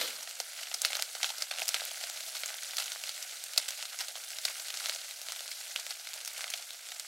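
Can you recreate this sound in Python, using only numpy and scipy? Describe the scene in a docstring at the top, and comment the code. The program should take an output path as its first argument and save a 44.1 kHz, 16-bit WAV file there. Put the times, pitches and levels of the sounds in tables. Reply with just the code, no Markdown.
"""Steaks sizzle close by on a wire grill over charcoal, outdoors, opening on a fuller rush that dies away.
Juice boils off in a hiss full of tiny steam bursts and swells in spurts of fast frying. Fat pockets
pop and sputter. The bursts scatter briefly among the coals, and the fire tray under the mesh sends
the sizzle back once, a moment late. A faint rumble lies far behind."""
import sys
import numpy as np
from scipy import signal
from scipy.fft import rfft, irfft, next_fast_len
from scipy.io import wavfile
from scipy.ndimage import uniform_filter1d, map_coordinates

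SR = 44100
rng = np.random.default_rng(int(sys.argv[2]) if len(sys.argv) > 2 else 0)


def wav_record(signal):
    """Record a signal, one row per channel, as 16-bit PCM in the file named by sys.argv[1]."""
    frames = np.transpose(np.atleast_2d(signal))
    bounded = np.clip(frames, -1, 1)
    # unit amplitude maps onto the largest positive 16-bit level
    quanta = np.round(bounded * 32767).astype(np.int16)
    wavfile.write(sys.argv[1], SR, quanta)


N = 312170


def amp(db):
    return 10 ** (np.asarray(db) / 20)


def unit(x):
    return x / np.sqrt(np.mean(x ** 2) + 1e-20)


def along(points, hz):
    """Read (frequency, value) points on a log axis."""
    f, v = np.transpose(points)
    return np.interp(np.log(hz + 1), np.log(f + 1), v)


def curves(rows):
    """One envelope for each column after the time."""
    s, *cols = np.transpose(rows)
    return [np.interp(np.arange(N) / SR, s, c) for c in cols]


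def wobble(rate):
    """A smooth random curve, rate knots a second."""
    return map_coordinates(rng.standard_normal(int(N * rate / SR) + 4), [np.arange(N) * rate / SR])


def filtered(x, response):
    """Shape x with a complex frequency response."""
    m = next_fast_len(N + SR // 2)
    return irfft(rfft(x, m) * response(np.fft.rfftfreq(m, 1 / SR)), m)[..., :N]


def resonance(hz, centre_hz, width_hz):
    """A causal band-pass response."""
    return 1j * hz * width_hz / (centre_hz ** 2 - hz * hz + 1j * hz * width_hz)


def panned(pan_db):
    """Left and right gains for a level difference."""
    return amp(np.array([pan_db / 2, -pan_db / 2]))


def bubble_hiss(colour, patchy_db, flutter_db):
    """Countless small bubbles: noise in patches, with a fast flutter shared by all bands."""
    # stereo width of the hiss: (frequency [Hz], side minus mid [dB])
    width = [(60, -18), (110, -16), (200, -8), (380, -4), (700, -10.5), (1290, -2), (2380, -13),
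             (4400, -40), (8120, -87.5), (15000, -44)]
    spectra = signal.stft(rng.standard_normal((2, N)), nperseg=256)[2]
    patches = uniform_filter1d(uniform_filter1d(rng.standard_normal(spectra.shape[1:]), 8, 0), 6, 1)
    pair = signal.istft(spectra * amp(patchy_db * unit(patches)), nperseg=256)[1][:, :N]
    pair *= amp(flutter_db * wobble(140))
    mid, side = filtered(pair, lambda hz: amp(along(colour, hz)) * [hz >= 0, amp(along(width, hz))])
    return unit(np.array([mid + side, mid - side]))


def sizzle(boil, spurt):
    """Juice boils off in an even hiss, with a rougher one riding the spurts."""
    # colour of boiling juice: (frequency [Hz], spectral level [dB])
    boil_colour = [(30, -45), (100, -42), (330, -14.5), (480, -8.5), (650, -4), (1000, -10), (1500, -1.5),
                   (2500, -1.5), (4300, 1.5), (8000, 1), (12500, -5), (15500, -14.5), (17000, 2.5)]
    # colour of fast frying: (frequency [Hz], spectral level [dB])
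    fry_colour = [(100, -41), (330, -28), (600, -2.5), (1200, -3.5), (2500, -2), (4300, 0.5), (8000, -2.5),
                  (12500, -7.5), (17000, -28)]
    even = boil * bubble_hiss(boil_colour, patchy_db=1.5, flutter_db=1.23)
    return even + 0.63 * spurt * bubble_hiss(fry_colour, patchy_db=3.0, flutter_db=4.5)


def spurt_envelope():
    """Fast frying comes in bell-shaped swells, summed in power."""
    # swells of frying: (centre time [s], level [dB], length [s])
    spurts = [(0.022, -41, 0.31), (0.602, -42, 0.032), (0.857, -35.5, 0.031), (0.947, -39, 0.11),
              (1.268, -38.5, 0.071), (1.426, -44, 0.074), (1.537, -40.5, 0.049), (1.617, -37, 0.073),
              (1.758, -38, 0.027), (2.035, -42.5, .03), (2.357, -38.5, 0.025), (2.5, -43, .03),
              (2.662, -44.5, .035), (2.812, -38.5, .07), (2.929, -41, .035), (3.609, -40.5, 0.044),
              (3.688, -43.5, 0.059), (3.803, -41, 0.046), (3.936, -39, .012), (4.015, -38.5, .04),
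              (4.483, -39, 0.045), (4.878, -37.5, 0.08), (5.3, -44, 0.083), (5.61, -43, .015),
              (5.697, -43, .03), (5.906, -42, .02), (6.193, -43, 0.04), (6.388, -42.5, 0.09),
              (6.549, -43, 0.096), (6.898, -43, 0.04)]
    centre, db, length = np.transpose(spurts)[:, :, None]
    t = np.arange(0, N / SR + .01, .002)
    power = (amp(2 * db) * np.exp(-2.8 * ((t - centre) / length) ** 2)).sum(0)
    return np.interp(np.arange(N) / SR, t, np.sqrt(power))


def steam_bursts(s, crack_db, sputter_db, pitch_hz, thump_db, t60, pan_db, size, q, spiky):
    """Each burst is a crack and a spiky jet of steam, through a broad cavity resonance and a low thump."""
    t, hz = np.arange(size) / SR, np.fft.rfftfreq(size, 1 / SR)
    noise, scatter = rng.standard_normal((len(s), 2, size)).swapaxes(0, 1)
    pitch = pitch_hz[:, None]
    cavity = resonance(hz, pitch, pitch / q) / (1 + 1j * hz / (2.2 * pitch)) ** 2
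    cavity *= resonance(hz, 2900, 29500)
    thump = resonance(hz, 700 * np.exp(.1 * scatter[:, 1:2]), 640) ** 2 * resonance(hz, 692, 860) ** 2
    cavity += amp(thump_db)[:, None] * thump
    for k in (2, 3):  # every pocket rings briefly at two pitches of its own
        ring_hz = pitch * np.exp(0.37 * scatter[:, k:k + 1])
        cavity *= 1 + 0.69 * resonance(hz, ring_hz, ring_hz / 7)
    cavity *= (1j * hz / (330 + 1j * hz)) ** 2  # so small a source sends out no bass
    fade = amp(-60 * (t / np.clip(t60, .001, .08)[:, None]) ** 0.93) * np.clip(2 - 2 * t / t[-1], 0, 1)
    jet = rfft(noise * np.exp(spiky * scatter) * fade) * cavity
    jet *= 1 + 0.84 * resonance(hz, pitch, pitch / 6)  # the escaping steam whistles in its pocket
    jet *= (amp(sputter_db) * np.sqrt(SR / 200 / (irfft(jet) ** 2).sum(1)))[:, None]  # rms as if in 5 ms
    crack = -cavity * (amp(crack_db) / np.abs(irfft(cavity)).max(1))[:, None]
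    lag_s = 2.5e-6 * scatter[:, :1]  # each burst reaches one side a little earlier
    at = (np.round(s * SR).astype(int)[:, None] + np.arange(size)).ravel()
    channels = []
    for way, gain in zip((1, -1), panned(pan_db)):
        delay = np.exp(-2j * np.pi * hz * (2 / SR + way * lag_s))
        grains = irfft((jet + crack) * delay) * gain[:, None]
        channels.append(np.bincount(at, grains.ravel(), N + size)[:N])
    return np.array(channels)


def fat_pops(pan_db):
    """Fat pockets burst one by one, and each spits a second time, weaker, higher and longer."""
    # the clearest pops: (time [s], crack level [dB], sputter level [dB], pitch [Hz], relative thump [dB])
    pockets = [(.013, -17, -28, 2870, -9), (0.0769, -24, -38.5, 3900, -17), (.2761, -26, -49, 2920, 0),
               (.2937, -23, -52, 8310, -23), (.311, -24, -50, 4730, -36), (0.4016, -15, -33, 4730, 5.5),
               (0.6322, -25, -38, 3920, -25), (.7147, -23, -40, 3020, 1), (0.741, -21, -33.5, 5300, -10),
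               (.7435, -25, -31, 5070, 1), (.818, -20, -28, 6250, -2), (0.8491, -9.5, -22.5, 4280, 1.5),
               (0.9033, -24, -42, 3310, 6), (0.9222, -21, -44, 4030, -17), (.9315, -14, -45, 3480, -4),
               (.953, -13, -41, 3720, -3), (0.9685, -18, -37, 5500, 3), (.997, -17, -44, 4200, 5),
               (1.0236, -8, -55, 5640, -16), (1.1514, -21, -42, 3850, 8), (1.2138, -24, -44, 3240, -20),
               (1.2309, -13.5, -28, 3730, 0), (1.2443, -13.5, -31.5, 2660, -24),
               (1.3024, -26, -35, 4170, 7), (1.3819, -29, -37, 4720, 1), (1.422, -14.5, -28.5, 4630, -4),
               (1.512, -19, -33, 3300, -1), (1.5859, -19, -44, 2960, 1), (1.5953, -19, -51, 4910, 3),
               (1.6192, -17, -34.5, 2920, 9), (1.68, -14, -28, 8300, -41), (1.6564, -22, -42, 5900, -11),
               (1.6903, -8, -35, 6400, -3), (1.7439, -7, -30.5, 3540, -4), (1.7641, -24, -50, 3390, -1),
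               (1.8005, -22, -51, 3180, -16), (1.807, -21.5, -37, 4070, -8), (1.8383, -25, -45, 3800, 3),
               (1.8523, -14.5, -44, 8400, -20), (1.9144, -23, -44, 5710, 8.5), (2.012, -24, -43, 3000, -7),
               (2.039, -21, -40, 2940, -1), (2.0988, -19.5, -44, 5000, -1), (2.207, -21.5, -53, 4470, -6),
               (2.3677, -19.5, -39, 3950, -11), (2.4351, -17.5, -38, 2900, -3),
               (2.4598, -18, -40, 6230, -28), (2.4793, -23, -42, 5890, -24), (2.4874, -24, -42, 3700, 1),
               (2.5424, -22, -52, 3740, 4.5), (2.633, -31, -37, 5750, -1), (2.7088, -27, -38.5, 4250, 3),
               (2.7688, -24, -32, 5340, -14), (2.783, -20, -28.5, 4230, -21), (2.8006, -21, -37, 4200, -9),
               (2.8234, -20.5, -42, 3680, -4), (2.8595, -23, -43, 4420, -14),
               (2.9195, -17.5, -40, 3600, -15), (3.0381, -19.5, -39, 3920, -13),
               (3.0929, -19, -36.5, 4240, -2), (3.2259, -35, -36.5, 5700, -19),
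               (3.4394, -17, -43, 7800, -40), (3.5355, -23, -47, 5540, -33),
               (3.5772, -9, -20.5, 5000, -5.5), (3.6, -25, -44, 3470, -15), (3.683, -21, -40, 5000, -20),
               (3.6868, -15, -35, 4800, -9), (3.707, -18.5, -49, 6100, -34), (3.8266, -18, -52, 3620, -4),
               (3.854, -25, -38, 3930, -18), (3.989, -22, -38, 4730, -14), (4.0056, -26, -36.5, 4000, -30),
               (4.0838, -28, -37.5, 5510, 0), (4.1552, -25.5, -43.5, 3530, 9.5),
               (4.305, -22.5, -50, 4650, -12), (4.3863, -18.5, -40, 4000, -13),
               (4.4514, -20, -24, 4850, -10), (4.4853, -19, -40, 4530, -9), (4.598, -21, -38, 4850, -7),
               (4.6843, -19.5, -48, 4350, -20), (4.7036, -18.5, -40, 4290, -13),
               (4.741, -18.5, -53, 3900, -8), (4.7725, -22, -37, 5600, -32), (4.8, -29, -39, 4480, -13),
               (4.8589, -13, -43, 3720, -5), (4.8963, -12, -45, 3550, -4), (4.948, -32, -37, 5500, 4),
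               (4.9601, -24, -40.5, 5240, -2), (5.11, -32, -41, 4000, -16), (5.216, -21.5, -44, 7050, -2),
               (5.286, -19, -48, 3500, -4), (5.3216, -18.5, -44, 5270, -40), (5.362, -21.5, -45, 4490, 2),
               (5.3935, -26, -45, 4140, -10), (5.4066, -22.5, -47, 5040, 4), (5.515, -30, -36.5, 4800, -9),
               (5.761, -15, -35, 3170, -18), (5.7987, -21, -43, 5200, -35), (5.8661, -19, -51, 4260, 0),
               (5.9073, -23, -36.5, 3980, -37), (6.0721, -21.5, -60, 3170, -23),
               (6.134, -24.5, -47, 4830, -26), (6.1397, -20.5, -42, 7000, -19),
               (6.2497, -20.5, -50, 6200, -33), (6.2582, -24, -40, 6180, -22),
               (6.2763, -33, -34, 6000, -34), (6.3792, -24, -44, 4550, -4), (6.4084, -18.5, -51, 3400, -35),
               (6.4423, -19, -54, 2400, -6), (6.5027, -19.5, -38, 5600, -25),
               (6.5381, -16, -32, 3300, -0.5), (6.7065, -23, -53, 4300, -24), (6.8882, -26, -46, 4610, -22),
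               (6.9195, -25, -41.5, 3750, 5), (6.9969, -24.5, -35, 5430, -26)]
    s, crack_db, sputter_db, pitch_hz, thump_db = np.transpose(pockets)
    scatter = rng.standard_normal((len(s), 4)).T
    t60 = 0.017 * np.exp(.2 * scatter[0])
    place_db = pan_db[(s * SR).astype(int)] + 0.56 * scatter[1]
    first = steam_bursts(s, crack_db, sputter_db, pitch_hz, thump_db, t60, place_db,
                         size=1024, q=0.56, spiky=0.86)
    gap_s = .003 * np.exp(0.23 * scatter[2])
    second = steam_bursts(s + gap_s, crack_db - 11, sputter_db - 8, 1.5 * pitch_hz, thump_db - 6,
                          1.6 * t60, place_db + 3 * scatter[3], size=1024, q=0.4, spiky=1.0)
    return first + second


def small_pops(frying, pan_db, count=70):
    """Lesser pockets burst at random, more often where the frying is harder."""
    energy, scatter = np.cumsum(frying ** 2), rng.standard_normal((count, 6)).T
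    at = np.searchsorted(energy, energy[-1] * rng.random(count))
    return steam_bursts(at / SR, crack_db=-30 + 3 * scatter[0], sputter_db=-51.5 + 4 * scatter[1],
                        pitch_hz=5040 * np.exp(0.24 * scatter[2]), thump_db=-13 + 9 * scatter[3],
                        t60=0.039 * np.exp(.5 * scatter[4]), pan_db=pan_db[at] + 1.7 * scatter[5],
                        size=512, q=0.97, spiky=0.96)


def droplet_crackle(count=2300):
    """Small droplets burst at random moments; a few are much bigger than the rest."""
    when, rank = rng.random((count, 2)).T
    scatter = rng.standard_normal((count, 5)).T
    db = -2.8 * np.log(rank * 1.33 + 0.03)
    return steam_bursts(when * N / SR, crack_db=db + 3.5 + 1.4 * scatter[4], sputter_db=db - 17,
                        pitch_hz=5000 * np.exp(0.49 * scatter[0]), thump_db=-11 + 5 * scatter[1],
                        t60=0.017 * np.exp(0.53 * scatter[2]), pan_db=0.31 * scatter[3] - 1,
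                        size=192, q=1.16, spiky=0.4)


def coal_scatter(spits):
    """Coals and ground smear the bursts into a short diffuse tail; each band dies at its own speed."""
    # decay among the coals: (frequency [Hz], t60 [s])
    decay_times = [(300, 0.17), (2000, 0.14), (10000, 0.075)]
    hz, t, spectra = signal.stft(spits.mean(0), SR, nperseg=64)
    fall = amp(-120 * t[:150] / along(decay_times, hz)[:, None])
    power = signal.fftconvolve(np.abs(spectra) ** 2, fall / fall.sum(1, keepdims=True), axes=1)[:, :len(t)]
    noise = signal.stft(rng.standard_normal((2, N)), nperseg=64)[2]
    tail = signal.istft(noise / np.std(noise) * np.sqrt(np.abs(power)), nperseg=64)[1][:, :N]
    mid, side = filtered(tail, lambda f: resonance(f, 2170, 14000) ** 2)  # the ground returns no bass
    return np.array([mid + 0.064 * side, mid - 0.11 * side])


def tray_echo(meat, lag_s=0.001394):
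    """The fire tray adds one close reflection that combs the low mids."""
    # strength of the reflection: (frequency [Hz], gain [dB])
    reflection = [(300, -3), (1000, -10.5), (2000, -12), (4000, -42), (9000, -24)]
    return filtered(meat, lambda hz: 1 + amp(along(reflection, hz)) * np.exp(-2j * np.pi * hz * lag_s))


def opening_rush(level_db=-37, hold_s=0.032, fall_db_per_s=123):
    """A fuller, duller noise that fades in the first moments."""
    # colour of the rush: (frequency [Hz], spectral level [dB])
    colour = [(35, -86), (60, -45), (226, -12), (351, -12.5), (521, -2.5), (792, -24), (1320, -8.5),
              (2410, -12), (4030, -5.5), (6560, -23), (10500, -20), (13800, -13.5), (15500, -28)]
    noise = rng.standard_normal((3, N))
    pair = unit(filtered(noise[0] + 0.2 * noise[1:], lambda hz: amp(along(colour, hz))))
    return amp(level_db - fall_db_per_s * np.clip(np.arange(N) / SR - hold_s, 0, None)) * pair


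def far_rumble():
    """A faint steady bed, nearly the same on both sides."""
    # colour of the far background: (frequency [Hz], spectral level [dB])
    colour = [(30, 1), (55, 2), (80, 0.5), (250, -4), (500, -29)]
    noise = rng.standard_normal((3, N))
    return amp(-83) * unit(filtered(noise[0] + .12 * noise[1:], lambda hz: amp(along(colour, hz))))


def scene():
    """Harder boiling lifts hiss and crackle together, with the pops on top."""
    # how hard the juice boils, and where: (time [s], level [dB], left minus right [dB])
    boiling = [(0.0, -43, 0.5), (0.24, -46, -1.5), (0.67, -43.5, -0.5), (1.28, -42.5, -1), (1.55, -46, -1),
               (1.75, -40.5, -1), (2.64, -42, -0.5), (3.3, -42.5, -1.5), (3.84, -44.5, -1.5),
               (4.4, -42.5, -1), (4.8, -40.5, -0.5), (5.1, -43.5, -0.5), (5.8, -43, -0.5),
               (6.11, -45, -0.5), (6.41, -44, -1), (6.65, -45.5, -0.5), (7.08, -46, -2)]
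    boil_db, pan_db = curves(boiling)
    boil, spurt = amp(boil_db), spurt_envelope()
    frying = np.hypot(boil, 1.02 * spurt)
    spits = frying * droplet_crackle() + fat_pops(pan_db) + small_pops(frying, pan_db)
    meat = panned(pan_db) * sizzle(boil, spurt) + spits + amp(-10) * coal_scatter(spits)
    return tray_echo(meat) + opening_rush() + far_rumble()


def record(dry):
    """Two small microphones lose the bass, ring a little near 4 kHz and cut the highest treble."""
    # imbalance of the two microphones: (frequency [Hz], left minus right [dB])
    tilt = [(100, 1), (500, 0), (4000, -0.46), (8000, 0.2), (13000, 1.5)]
    bass_hz, top_hz = 250, 15800
    ports = lambda hz: panned(along(tilt, hz)) * (1 + 0.23 * resonance(hz, 4320, 350))
    return filtered(dry, lambda hz: ports(hz) * (1j * hz / (bass_hz + 1j * hz)) * (hz < top_hz))


dry = scene()
out = record(dry)
wav_record(out)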